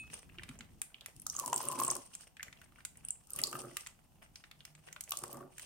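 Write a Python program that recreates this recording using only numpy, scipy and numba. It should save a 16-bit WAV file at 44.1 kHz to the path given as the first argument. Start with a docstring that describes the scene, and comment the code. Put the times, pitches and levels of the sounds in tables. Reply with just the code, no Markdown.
"""A fork knocked against a cup rings out, then a soft plastic pouch rustles as the hands take new grips.
In three squeezes air pops and spits at the torn corner and thick cream plops into the hollow of the cup.
Clicks are noise-scattered pushes into resonances; spit, gurgle and rustle are filtered random grains;
plops, bubbles, bumps and fork are decaying sines. A small kitchen tail, faint hum and hiss lie behind."""
import sys
import numpy as np
from scipy import signal
from scipy.fft import rfft, irfft, next_fast_len
from scipy.io import wavfile
from scipy.ndimage import uniform_filter1d
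from numba import njit

SR = 44100
rng = np.random.default_rng(int(sys.argv[2]) if len(sys.argv) > 2 else 0)


def materialize(psi):
    """Save the field psi as 16-bit PCM at rate SR to the path in sys.argv[1].

    A 1-D psi becomes a single channel; in a 2-D psi each row is a channel.
    """
    bounded = np.clip(np.atleast_2d(psi).T, -1, 1)
    quanta = np.round(bounded * 32767).astype(np.int16)
    wavfile.write(sys.argv[1], SR, quanta)


N = 249184
T = np.arange(N) / SR

# Levels in the tables are before the trims (*_trim_db) in the functions.
# larger air pockets bursting at the opening: start_s, ring_hz, ring_db, spray_db, pouch_wall_db
POP_ROWS = [(1.1639, 9010, -57, -54, -64), (1.1982, 9200, -48, -55, -76), (1.2183, 10770, -48.5, -56, -79),
            (1.2664, 6400, -38.5, -32.5, -57), (1.299, 6110, -34, -41, -72), (1.3509, 6690, -47, -58, -76),
            (1.3645, 6690, -34.5, -55, -77), (1.3902, 6890, -42, -34, -60), (1.3974, 7530, -52, -31.5, -48),
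            (1.4604, 7310, -42, -34.5, -63), (1.4781, 8490, -38.5, -40, -68),
            (1.5299, 7100, -37, -33.5, -37), (1.5421, 8240, -32, -50, -60), (1.5612, 8240, -29, -41, -66),
            (1.5786, 8240, -40, -34.5, -71), (1.653, 12570, -43, -43.5, -57),
            (1.6859, 8740, -29, -47, -44.5), (1.7205, 8050, -52, -42, -45),
            (1.8002, 7310, -56, -32.5, -42.5), (1.8351, 8490, -30, -47, -42), (1.8485, 8490, -31, -42, -47),
            (1.8654, 7760, -39, -46, -65), (1.8796, 8240, -29.5, -42, -59), (1.902, 6300, -29, -34.5, -70),
            (1.9118, 8240, -28.5, -39, -58), (1.9524, 9280, -42, -38, -62), (1.9656, 9560, -41.5, -40, -73),
            (3.0497, 9010, -38.5, -70, -57), (3.0854, 9010, -38.5, -44.5, -49),
            (3.1057, 8240, -30.5, -61, -75), (3.3045, 12500, -45, -49.5, -65.5),
            (3.3335, 9010, -37.5, -57.5, -75), (3.3616, 9280, -38, -43, -74),
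            (3.3883, 10770, -36, -42.5, -36), (3.4157, 8740, -35.5, -44, -54),
            (3.4373, 4540, -26.5, -27.5, -47), (3.4704, 7530, -40.5, -41.5, -61.5),
            (3.5279, 1500, -44, -44.5, -44), (3.5523, 1600, -45.5, -52, -47.5),
            (5.0934, 12500, -52, -47, -72), (5.1074, 12500, -35, -43, -53), (5.1198, 3370, -38.5, -32, -37),
            (5.1714, 7530, -61, -33.5, -64), (5.1885, 8740, -42, -45, -54), (5.2372, 8490, -40, -39, -52.5),
            (5.3287, 12500, -45, -48, -73)]
# larger film creases snapping over: start_s, ring_hz, ring_db, snap_db, pouch_wall_db
CREASE_ROWS = [(.2968, 2430, -58.5, -83, -73), (.3849, 2680, -45.5, -70, -49), (.3945, 1880, -47, -70, -66),
               (.434, 8900, -54, -58, -42.5), (.4904, 8550, -50.5, -72, -44.5),
               (.5894, 7200, -51.5, -71, -81), (.6076, 7700, -57, -72, -43.5),
               (.8169, 8750, -34, -36.5, -41), (.9436, 2900, -47, -67, -61),
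               (1.0094, 3280, -50.5, -54, -62), (1.0602, 9000, -50, -40.5, -43),
               (2.1513, 8100, -40.5, -53, -52), (2.3686, 8250, -59.5, -69, -49.5),
               (2.3955, 1720, -44.5, -78, -56), (2.4066, 2040, -45.5, -79, -70),
               (2.4294, 7100, -44, -41.5, -40), (2.4818, 1835, -51, -62, -68),
               (2.5275, 7150, -59.5, -65, -48.5), (2.6156, 1647, -56, -55.5, -55),
               (2.7854, 1470, -57, -80, -75), (2.8049, 1726, -62, -75, -56.5),
               (2.972, 8880, -52.5, -67, -80), (2.8506, 7930, -38, -39.5, -43.5),
               (3.393, 1920, -47.5, -42, -43.5), (3.769, 8400, -44, -32, -36),
               (3.8634, 7600, -51, -65, -45), (3.8704, 7400, -45, -45, -45.5),
               (4.3574, 5160, -48, -52, -51), (4.4395, 5100, -70, -74, -47.5),
               (4.5131, 3530, -59, -54.5, -47.5), (4.6056, 3150, -54.5, -69, -58),
               (4.6514, 5680, -50, -45, -50), (4.7511, 7500, -58.5, -75, -54.5),
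               (4.8856, 1710, -56, -63, -51), (4.9275, 7300, -48, -48, -51),
               (4.9624, 1340, -48.5, -57, -45.5), (5.0083, 8300, -46.5, -36, -49),
               (5.0383, 7200, -48, -47, -70), (5.5819, 8300, -46.5, -47, -50),
               (5.5955, 7800, -51, -46, -46)]
# larger gulps of air ringing the hollow between hand and cup: start_s, level_db, t60_s
PLOP_ROWS = [(1.265, -43, 0.022), (1.35, -47, 0.031), (1.387, -41, 0.093), (1.425, -46, 0.14),
             (1.438, -39.5, 0.11), (1.478, -39, 0.054), (1.529, -24.5, 0.023), (1.605, -31, 0.0082),
             (1.7, -39, 0.071), (1.72, -41.5, 0.16), (1.798, -33, 0.069), (1.816, -28.5, 0.042),
             (1.886, -35, 0.051), (1.918, -35.5, 0.018), (1.963, -44, 0.035), (3.388, -48, .037),
             (3.528, -39.5, 0.04), (3.553, -38.5, 0.045), (3.767, -54, 0.077), (5.119, -37.5, 0.028),
             (5.136, -41, 0.029), (5.238, -32.5, 0.0033), (5.406, -50.5, 0.042)]
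# pitch of the hollow; sinks as the first cream comes out, rises later, eases at the end: time_s, pitch_hz
HOLLOW_PITCH = [(1.25, 1284), (1.39, 1162), (1.43, 1023), (1.53, 992), (1.8, 1075), (1.95, 1082),
                (3.55, 1240), (5.1, 1167), (5.5, 1126)]
# cup resonances under the hands: centre_hz, half_width_hz (of one pass), level_db
CUP_MODES = [(134.7, 13, 6), (260, 41.4, 4), (348.3, 17, 8), (568, 33, 2), (708, 113, -5.5)]
# size classes of tiny bubbles and creases, plus a narrow fixed ring near 8.8 kHz over all the grains: ring_hz,
# width_hz (of one pass), level_db
FIZZ_CLASSES = [(2900, 990, -8.5), (4750, 2900, -12.5), (5740, 2600, -5), (8770, 1300, 0),
                (13000, 10000, -13.5)]
# squeezes pushing cream out: start_s, length_s, gurgle_db, hollow_db, fizz_db (levels before pressure build)
SQUEEZES = [(1.33, 0.606, -57, -57, -56), (3.3, 0.38, -57, -62, -58), (5.13, 0.3, -57, -62, -60.5)]
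# new grips on the film: start_s, length_s, crackle_db, muffled_rustle_db, rumble_db
GRIPS = [(-.05, 0.23, -65, -66.5, -62), (.08, 0.057, -50.5, -55, -55.5), (.23, 0.43, -75, -66.5, -57.5),
         (.68, 0.1, -75, -80, -58), (.86, 0.22, -78, -70.5, -73), (1.12, 0.21, -64.5, -88, -60),
         (1.78, .12, -48, -55.5, -64), (1.92, 0.3, -55.5, -67.5, -86), (2.38, 0.44, -73.5, -69, -67),
         (2.88, .21, -73, -71, -63), (3.34, 0.063, -58, -57.5, -55), (3.64, 0.21, -55.5, -62.5, -78),
         (4.12, 0.2, -94, -95, -66.5), (4.33, 0.1, -64.5, -70, -83), (4.55, 0.75, -72.5, -73, -83),
         (5.51, 0.078, -56, -63.5, -71), (5.58, .1, -50, -61, -79)]
# soft bumps as fingers close on the pouch: start_s, pitch_hz, level_db (peak is 8.7 dB lower)
BUMPS = [(.380, 342, -43.5), (0.395, 107, -44), (0.492, 252, -38), (.497, 132, -38.5), (0.595, 233, -42),
         (4.962, 601, -56)]
# fork modes: pitch_hz, peak_db, t60_s
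FORK_MODES = [(2563, -43, .29), (2466, -59, .25), (3564, -66, .22), (4145, -71, .22), (6950, -67, .2),
              (7670, -63, .2), (8697, -50, .12)]
# faint low hum: start_s, length_s, level_db
HUM_ROWS = [(4.5, .45, -70)]
# relative spectra: freq_hz, level_db (per Hz)
RUSTLE_SPECTRUM = [(300, 9.5), (600, 12.5), (1200, 10.5), (1900, 10), (2900, 11), (4000, -8.5),
                   (7000, -9.5)]
RUMBLE_SPECTRUM = [(20, -8.5), (40, -2), (65, 2), (100, -2.5), (150, 1.5), (250, -5.5), (400, -16),
                   (900, -39.5)]
HISS_SPECTRUM = [(15, -29.5), (25, 12), (137, 5.5), (427, -10), (775, -2.5), (2160, -24.5), (2690, -14),
                 (3920, -19.5), (8590, -17), (11000, -19.5), (14800, -16.5), (16000, -24)]
# relative spectrum of the room tail: freq_hz, level_db
KITCHEN_SPECTRUM = [(100, -13.5), (500, 4), (1100, 1), (2500, -0.9), (4600, -0.8), (8500, -3.3),
                    (12000, -2), (16000, -8)]

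SQUEEZE_ATTACK_S, SQUEEZE_T60_S, PRESSURE_DB_PER_S = 0.11, 0.297, 12
AIR_LEAD_S, HOLLOW_LEAD_S = 0.077, 0.037  # air first, then hollow, then gurgle
GRIP_ATTACK_S, GRIP_T60_S = 0.032, 0.22
HOLD_CRACKLE_DB, HOLD_RUSTLE_DB, HOLD_RUMBLE_DB = -79.5, -76, -70  # pouch merely held
CLICK_S = 0.005  # a burst's level is its energy spread over this time
TOP_HZ = 16000


def undb(db):
    """Amplitude ratio of a level in dB."""
    return 10 ** (np.asarray(db) / 20)


def unit(x):
    """Scale to RMS 1."""
    return x / np.sqrt(np.mean(x ** 2))


def resonance(f, hz, width_hz):
    """Response of a band-pass, gain 1 at the centre."""
    return 1 / (1 + 1j * (f * f - hz * hz) / (width_hz * f + 1e-9))


def filtered(x, response):
    """Pass x through a response given as a function of frequency."""
    size = next_fast_len(x.shape[-1] + 512)
    f = np.arange(size // 2 + 1) * SR / size
    return irfft(rfft(x, size) * response(f), size)[..., :x.shape[-1]]


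def colour(x, spectrum):
    """Shape x by a spectrum, straight in dB over log frequency."""
    hz, db = np.transpose(spectrum)
    return filtered(x, lambda f: undb(np.interp(np.log(f + 1), np.log(hz), db, left=db[0] - 23.5)))


def stereo(x, side):
    """Two unrelated signals become the shared and the opposed part of left and right."""
    return unit(x[0] + side * x[1] * np.array([[1], [-1]]))


def walk(rate_hz):
    """Random levels, held one step and slewed, RMS 1."""
    size = int(SR / rate_hz)
    steps = np.repeat(rng.standard_normal(N // size + 1), size)
    return unit(uniform_filter1d(steps, size)[:N])


def grains(rate_hz, spread_db, smear_s=0.0015):
    """Random tiny snaps, a few far larger than most, scattered separately into the two channels."""
    size = undb(spread_db * np.minimum(rng.exponential(size=N), 4))
    snaps = (rng.random(N) < rate_hz / SR) * size * rng.standard_normal((2, N))
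    t = np.arange(220) / SR
    power = signal.fftconvolve(snaps ** 2, np.exp(-2 * t / smear_s)[None], axes=1)[:, :N]
    return np.sqrt(np.abs(power)) * rng.standard_normal((2, N))


def add(out, s, sound):
    """Mix a sound in at time s."""
    start = max(int(s * SR), 0)
    out[:, start:start + sound.shape[1]] += sound[:, :max(N - start, 0)]


@njit
def moving_band(x, hz, width_hz):
    """State-variable band-pass whose centre moves."""
    y, band, low = np.empty(len(x)), 0., 0.
    for i in range(len(x)):
        g, k = np.tan(np.pi * hz[i] / SR), width_hz / hz[i]
        v = (band + g * (x[i] - low)) / (1 + g * (g + k))
        band, low, y[i] = 2 * v - band, low + 2 * g * v, k * v
    return y


def gestures(rows, attack_s, t60_s, build_db_per_s=0):
    """Each gesture sets in, builds while it lasts and dies away; one gain curve per level column."""
    power = 0
    for start, length, *levels in rows:
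        age = T - start
        build_db = build_db_per_s * np.clip(age, 0, length)
        decay_db = 60 * np.maximum(age - length, 0) / t60_s
        shape = np.clip(age / attack_s, 0, 1) * undb(build_db - decay_db)
        power = power + (undb(levels)[:, None] * shape) ** 2
    return np.sqrt(power)


def squeezing():
    """Gains of gurgle, hollow and fizz: pressure grows for as long as a squeeze lasts."""
    gurgle, hollow, fizz = gestures(SQUEEZES, SQUEEZE_ATTACK_S, SQUEEZE_T60_S, PRESSURE_DB_PER_S)
    return gurgle, np.interp(T + HOLLOW_LEAD_S, T, hollow), np.interp(T + AIR_LEAD_S, T, fizz)


def gripping():
    """Gains of crackle, rustle and rumble while the fingers shift."""
    return gestures(GRIPS, GRIP_ATTACK_S, GRIP_T60_S)


def burst(hz, width_hz, db, scatter, decay_s):
    """One sharp push into a resonance, followed by its scatter off fingers and cup wall."""
    t = np.arange(700) / SR
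    push = rng.standard_normal((2, len(t))) * np.exp(-t / decay_s) * (1 - np.exp(-t / 0.00047))
    push *= scatter / np.sqrt(decay_s * SR / 2)
    push[0, 0] += 1
    push[1, 2] += 1  # right channel two samples later
    y = filtered(push, lambda f: resonance(f, hz, width_hz) ** 3)
    return y * undb(db) * np.sqrt(2 * CLICK_S * SR / np.sum(y ** 2))


def clicks(rows, ring_q, scatter, decay_s, snap_hz, snap_width_hz, wall_hz, wall_width_hz, wall_decay_s,
           ring_trim_db, snap_trim_db, wall_trim_db):
    """Each click has its own ring, a broad snap and a duller knock of the pouch wall."""
    out = np.zeros((2, N))
    for s, hz, ring_db, snap_db, wall_db in rows:
        # the strongest burst clear of the fingers: more direct sound, less scatter
        direct_scatter = scatter / (1 + undb(max(ring_db, snap_db) + 28))
        ring = burst(hz, hz / ring_q, ring_db + ring_trim_db, direct_scatter, decay_s)
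        snap = burst(snap_hz, snap_width_hz, snap_db + snap_trim_db, direct_scatter, decay_s)
        wall = burst(wall_hz, wall_width_hz, wall_db + wall_trim_db, scatter, wall_decay_s)
        add(out, s, ring + snap + wall)
    return out


def small_clicks(gain, per_s, hz, octaves, ring_db, snap_db, wall_db, spread_db):
    """Rows for the lesser clicks: random in time and pitch, as strong as the gesture that frees them."""
    rows = []
    for slot, (when, pitch, size) in enumerate(rng.uniform(-1, 1, (int(per_s * N / SR), 3))):
        s = (slot + .5 + .5 * when) / per_s
        db = 20 * np.log10(gain[int(s * SR)] + 1e-9) + spread_db * size
        if db > -85:
            rows.append((s, hz * 2 ** (octaves * pitch), db + ring_db, db + snap_db, db + wall_db))
    return rows


def pops():
    """Air pockets burst at the torn corner, the small ones following the fizz of each squeeze."""
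    small = small_clicks(squeezing()[2], per_s=40, hz=8870, octaves=0.081,
                         ring_db=2, snap_db=3, wall_db=-18.5, spread_db=5.5)
    return clicks(list(POP_ROWS) + small, ring_q=3.7, scatter=3.4, decay_s=0.0017,
                  snap_hz=7930, snap_width_hz=10000, wall_hz=2800, wall_width_hz=890, wall_decay_s=0.0017,
                  ring_trim_db=0.0, snap_trim_db=-1.5, wall_trim_db=-5)


def spray(trim_db=-6, hz=12800, width_hz=7000, spurt_db=6.0):
    """Air forced through the wet corner of the pouch spits in fine, very bright grains."""
    spurts = undb(spurt_db * walk(50))
    spit = filtered(grains(500, 3.5) * spurts, lambda f: resonance(f, hz, width_hz) ** 2)
    return unit(spit) * squeezing()[2] * undb(trim_db)


def plops(sag=0.058, sag_s=0.0088, thud_trim_db=-10, plop_trim_db=5.0, rise_s=0.0009):
    """The hollow rings briefly and sags in pitch; the lump of cream adds a soft thud."""
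    out, t = np.zeros((2, N)), np.arange(SR // 10) / SR
    lean_db = np.array([[1.5], [-1.5]])
    for s, db, t60 in PLOP_ROWS:
        hz = np.interp(s, *np.transpose(HOLLOW_PITCH))
        sagging_hz = hz * (1 + sag * (np.exp(-t / sag_s) - .65))
        phase = 2 * np.pi * np.cumsum(sagging_hz) / SR
        ring = np.sin(phase) * (1 - np.exp(-(t / rise_s) ** 2)) * undb(-60 * t / t60)
        add(out, s, undb(db + plop_trim_db + lean_db) * ring)
        add(out, s, burst(946, 1210, db + thud_trim_db, 1.0, 0.012))
    return out


def cream(hollow_width_hz=85, sputter_db=4.5, waver=0.037):
    """Cream leaves in a dense sputter of small gulps that drive the cup's resonances and the hollow."""
    low_gain, hollow_gain, _ = squeezing()
    gulps = stereo(grains(900, 1), 0.16) * undb(sputter_db * np.tanh(walk(80)))
    gurgle = filtered(gulps, lambda f: sum(undb(db) * resonance(f, hz, 2 * half_width) ** 2
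                                           for hz, half_width, db in CUP_MODES))
    # the strand of cream keeps reshaping the hollow
    hollow_hz = np.interp(T, *np.transpose(HOLLOW_PITCH)) * np.exp(waver * walk(30))
    ring = np.array([moving_band(side, hollow_hz, float(hollow_width_hz)) for side in gulps])
    ring = filtered(ring, lambda f: resonance(f, 830, 420))  # soft gulps excite little far from the ring
    lean_db = np.array([[1.3], [-1.3]])  # hollow to the left, lows to the right
    return unit(gurgle) * low_gain * undb(-lean_db) + unit(ring) * hollow_gain * undb(lean_db)


def bubbles(per_s=90, hz=740, octaves=0.453, t60_cycles=17, glide=.08, trim_db=3, spread_db=4, lean_db=0.5):
    """Small pockets in the running cream open with short blips, each at its own pitch, rising a little."""
    out, t, flow = np.zeros((2, N)), np.arange(SR // 20) / SR, squeezing()[0]
    draws = rng.standard_normal((int(per_s * N / SR), 4)).clip(-2, 2)
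    for slot, (pitch, size, when, lean) in enumerate(draws):
        s = (slot + .5 + when / 4) / per_s
        f = hz * 2 ** (octaves * pitch)
        age = t * f / t60_cycles
        blip = np.sin(2 * np.pi * f * t * (1 + glide * np.minimum(age, 1))) * undb(-60 * age)
        db = trim_db + spread_db * size + lean_db * lean * np.array([[1], [-1]])
        add(out, s, np.interp(s, T, flow) * undb(db) * blip)
    return out


def creases():
    """Folds of the film snap over, the small ones following the rustle of each grip."""
    small = small_clicks(gripping()[1], per_s=24, hz=1940, octaves=0.66,
                         ring_db=-2.5, snap_db=-7, wall_db=-2, spread_db=8.5)
    return clicks(list(CREASE_ROWS) + small, ring_q=2.1, scatter=1.9, decay_s=0.0027,
                  snap_hz=9000, snap_width_hz=14000, wall_hz=2070, wall_width_hz=3270, wall_decay_s=0.0038,
                  ring_trim_db=0.5, snap_trim_db=-3, wall_trim_db=-3)


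def film(wringing_db=-14):
    """Tiny wet bubbles and creases fizz in the open in size classes; film rustles dully inside the fist."""
    fizz, (crinkle, rub, _) = squeezing()[2], gripping()
    bright = np.sqrt(fizz ** 2 + crinkle ** 2 + undb(HOLD_CRACKLE_DB) ** 2)
    dull = np.sqrt((fizz * undb(wringing_db)) ** 2 + rub ** 2 + undb(HOLD_RUSTLE_DB) ** 2)
    spurts = undb(5.63 * walk(60))
    crackle = 0
    for hz, width_hz, db in FIZZ_CLASSES:
        band = filtered(grains(1100, 2.7) * spurts, lambda f: resonance(f, hz, width_hz) ** 2)
        crackle = crackle + undb(db) * unit(band)
    rustle = colour(stereo(grains(900, 4.96), 0.68) * spurts, RUSTLE_SPECTRUM)
    return unit(crackle) * bright + unit(rustle) * dull


def hands(rumble_trim_db=-2, bump_s=0.0068):
    """Soft uneven rumble of kneading the pouch, with a few padded bumps."""
    noise = stereo(rng.standard_normal((2, N)), 0.49)
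    rumble = colour(noise, RUMBLE_SPECTRUM) * undb(1.1 * walk(25))
    effort = np.hypot(gripping()[2], undb(HOLD_RUMBLE_DB))
    out, t = unit(rumble) * effort * undb(rumble_trim_db), np.arange(SR // 10) / SR
    swell = t / bump_s * np.exp(-t / bump_s)
    for s, hz, db in BUMPS:
        add(out, s, undb(db) * np.sin(2 * np.pi * hz * t)[None] * swell)
    return out


def fork():
    """The steel fork, just knocked against the cup, rings out in decaying modes."""
    return sum(undb(db - 60 * T / t60) * np.sin(2 * np.pi * hz * T + np.pi * rng.random((2, 1)))
               for hz, db, t60 in FORK_MODES)


def kitchen(x, wet_db=-11, t60_s=0.26, gap_s=0.0036, low_noise_db=-17, low_t60_s=1.0):
    """A short diffuse tail from table top and walls, unrelated left and right; the lows ring longer."""
    t = np.arange(SR // 2) / SR
    noise = rng.standard_normal((2, 2, len(t))) * (t > gap_s)
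    tail = colour(noise[0] * undb(-60 * t / t60_s), KITCHEN_SPECTRUM)
    tail *= undb(wet_db) / np.sqrt(np.sum(tail ** 2) / 2)
    low = noise[1] * undb(-60 * t / low_t60_s)
    low *= undb(low_noise_db) / np.sqrt(np.sum(low ** 2) / 2)  # level before the band-pass
    tail += filtered(low, lambda f: resonance(f, 310, 700))
    return x + signal.fftconvolve(x, tail, axes=1)[:, :N]


def hum(hz=151, width_hz=12, attack_s=.08, t60_s=0.49):
    """A narrow band of noise: a low tone wavering faintly, setting in between the last two squeezes."""
    tone = filtered(rng.standard_normal(N), lambda f: resonance(f, hz, width_hz) ** 2)
    return unit(tone) * gestures(HUM_ROWS, attack_s, t60_s)


def hiss(level_db=-69):
    """Faint steady coloured noise."""
    noise = stereo(rng.standard_normal((2, N)), 0.75)
    return unit(colour(noise, HISS_SPECTRUM)) * undb(level_db)


def scene():
    """Pouch, cream and cup with the room tail; fork, hands, hum and hiss without it."""
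    pouch = pops() + spray() + creases() + film()
    cup = plops() + cream() + bubbles()
    return kitchen(pouch + cup) + fork() + hands() + hum() + hiss()


def record(dry):
    """Steep elliptic low-pass at TOP_HZ."""
    return signal.sosfilt(signal.ellip(10, .2, 70, TOP_HZ, fs=SR, output="sos"), dry)


dry = scene()
out = record(dry)
materialize(out)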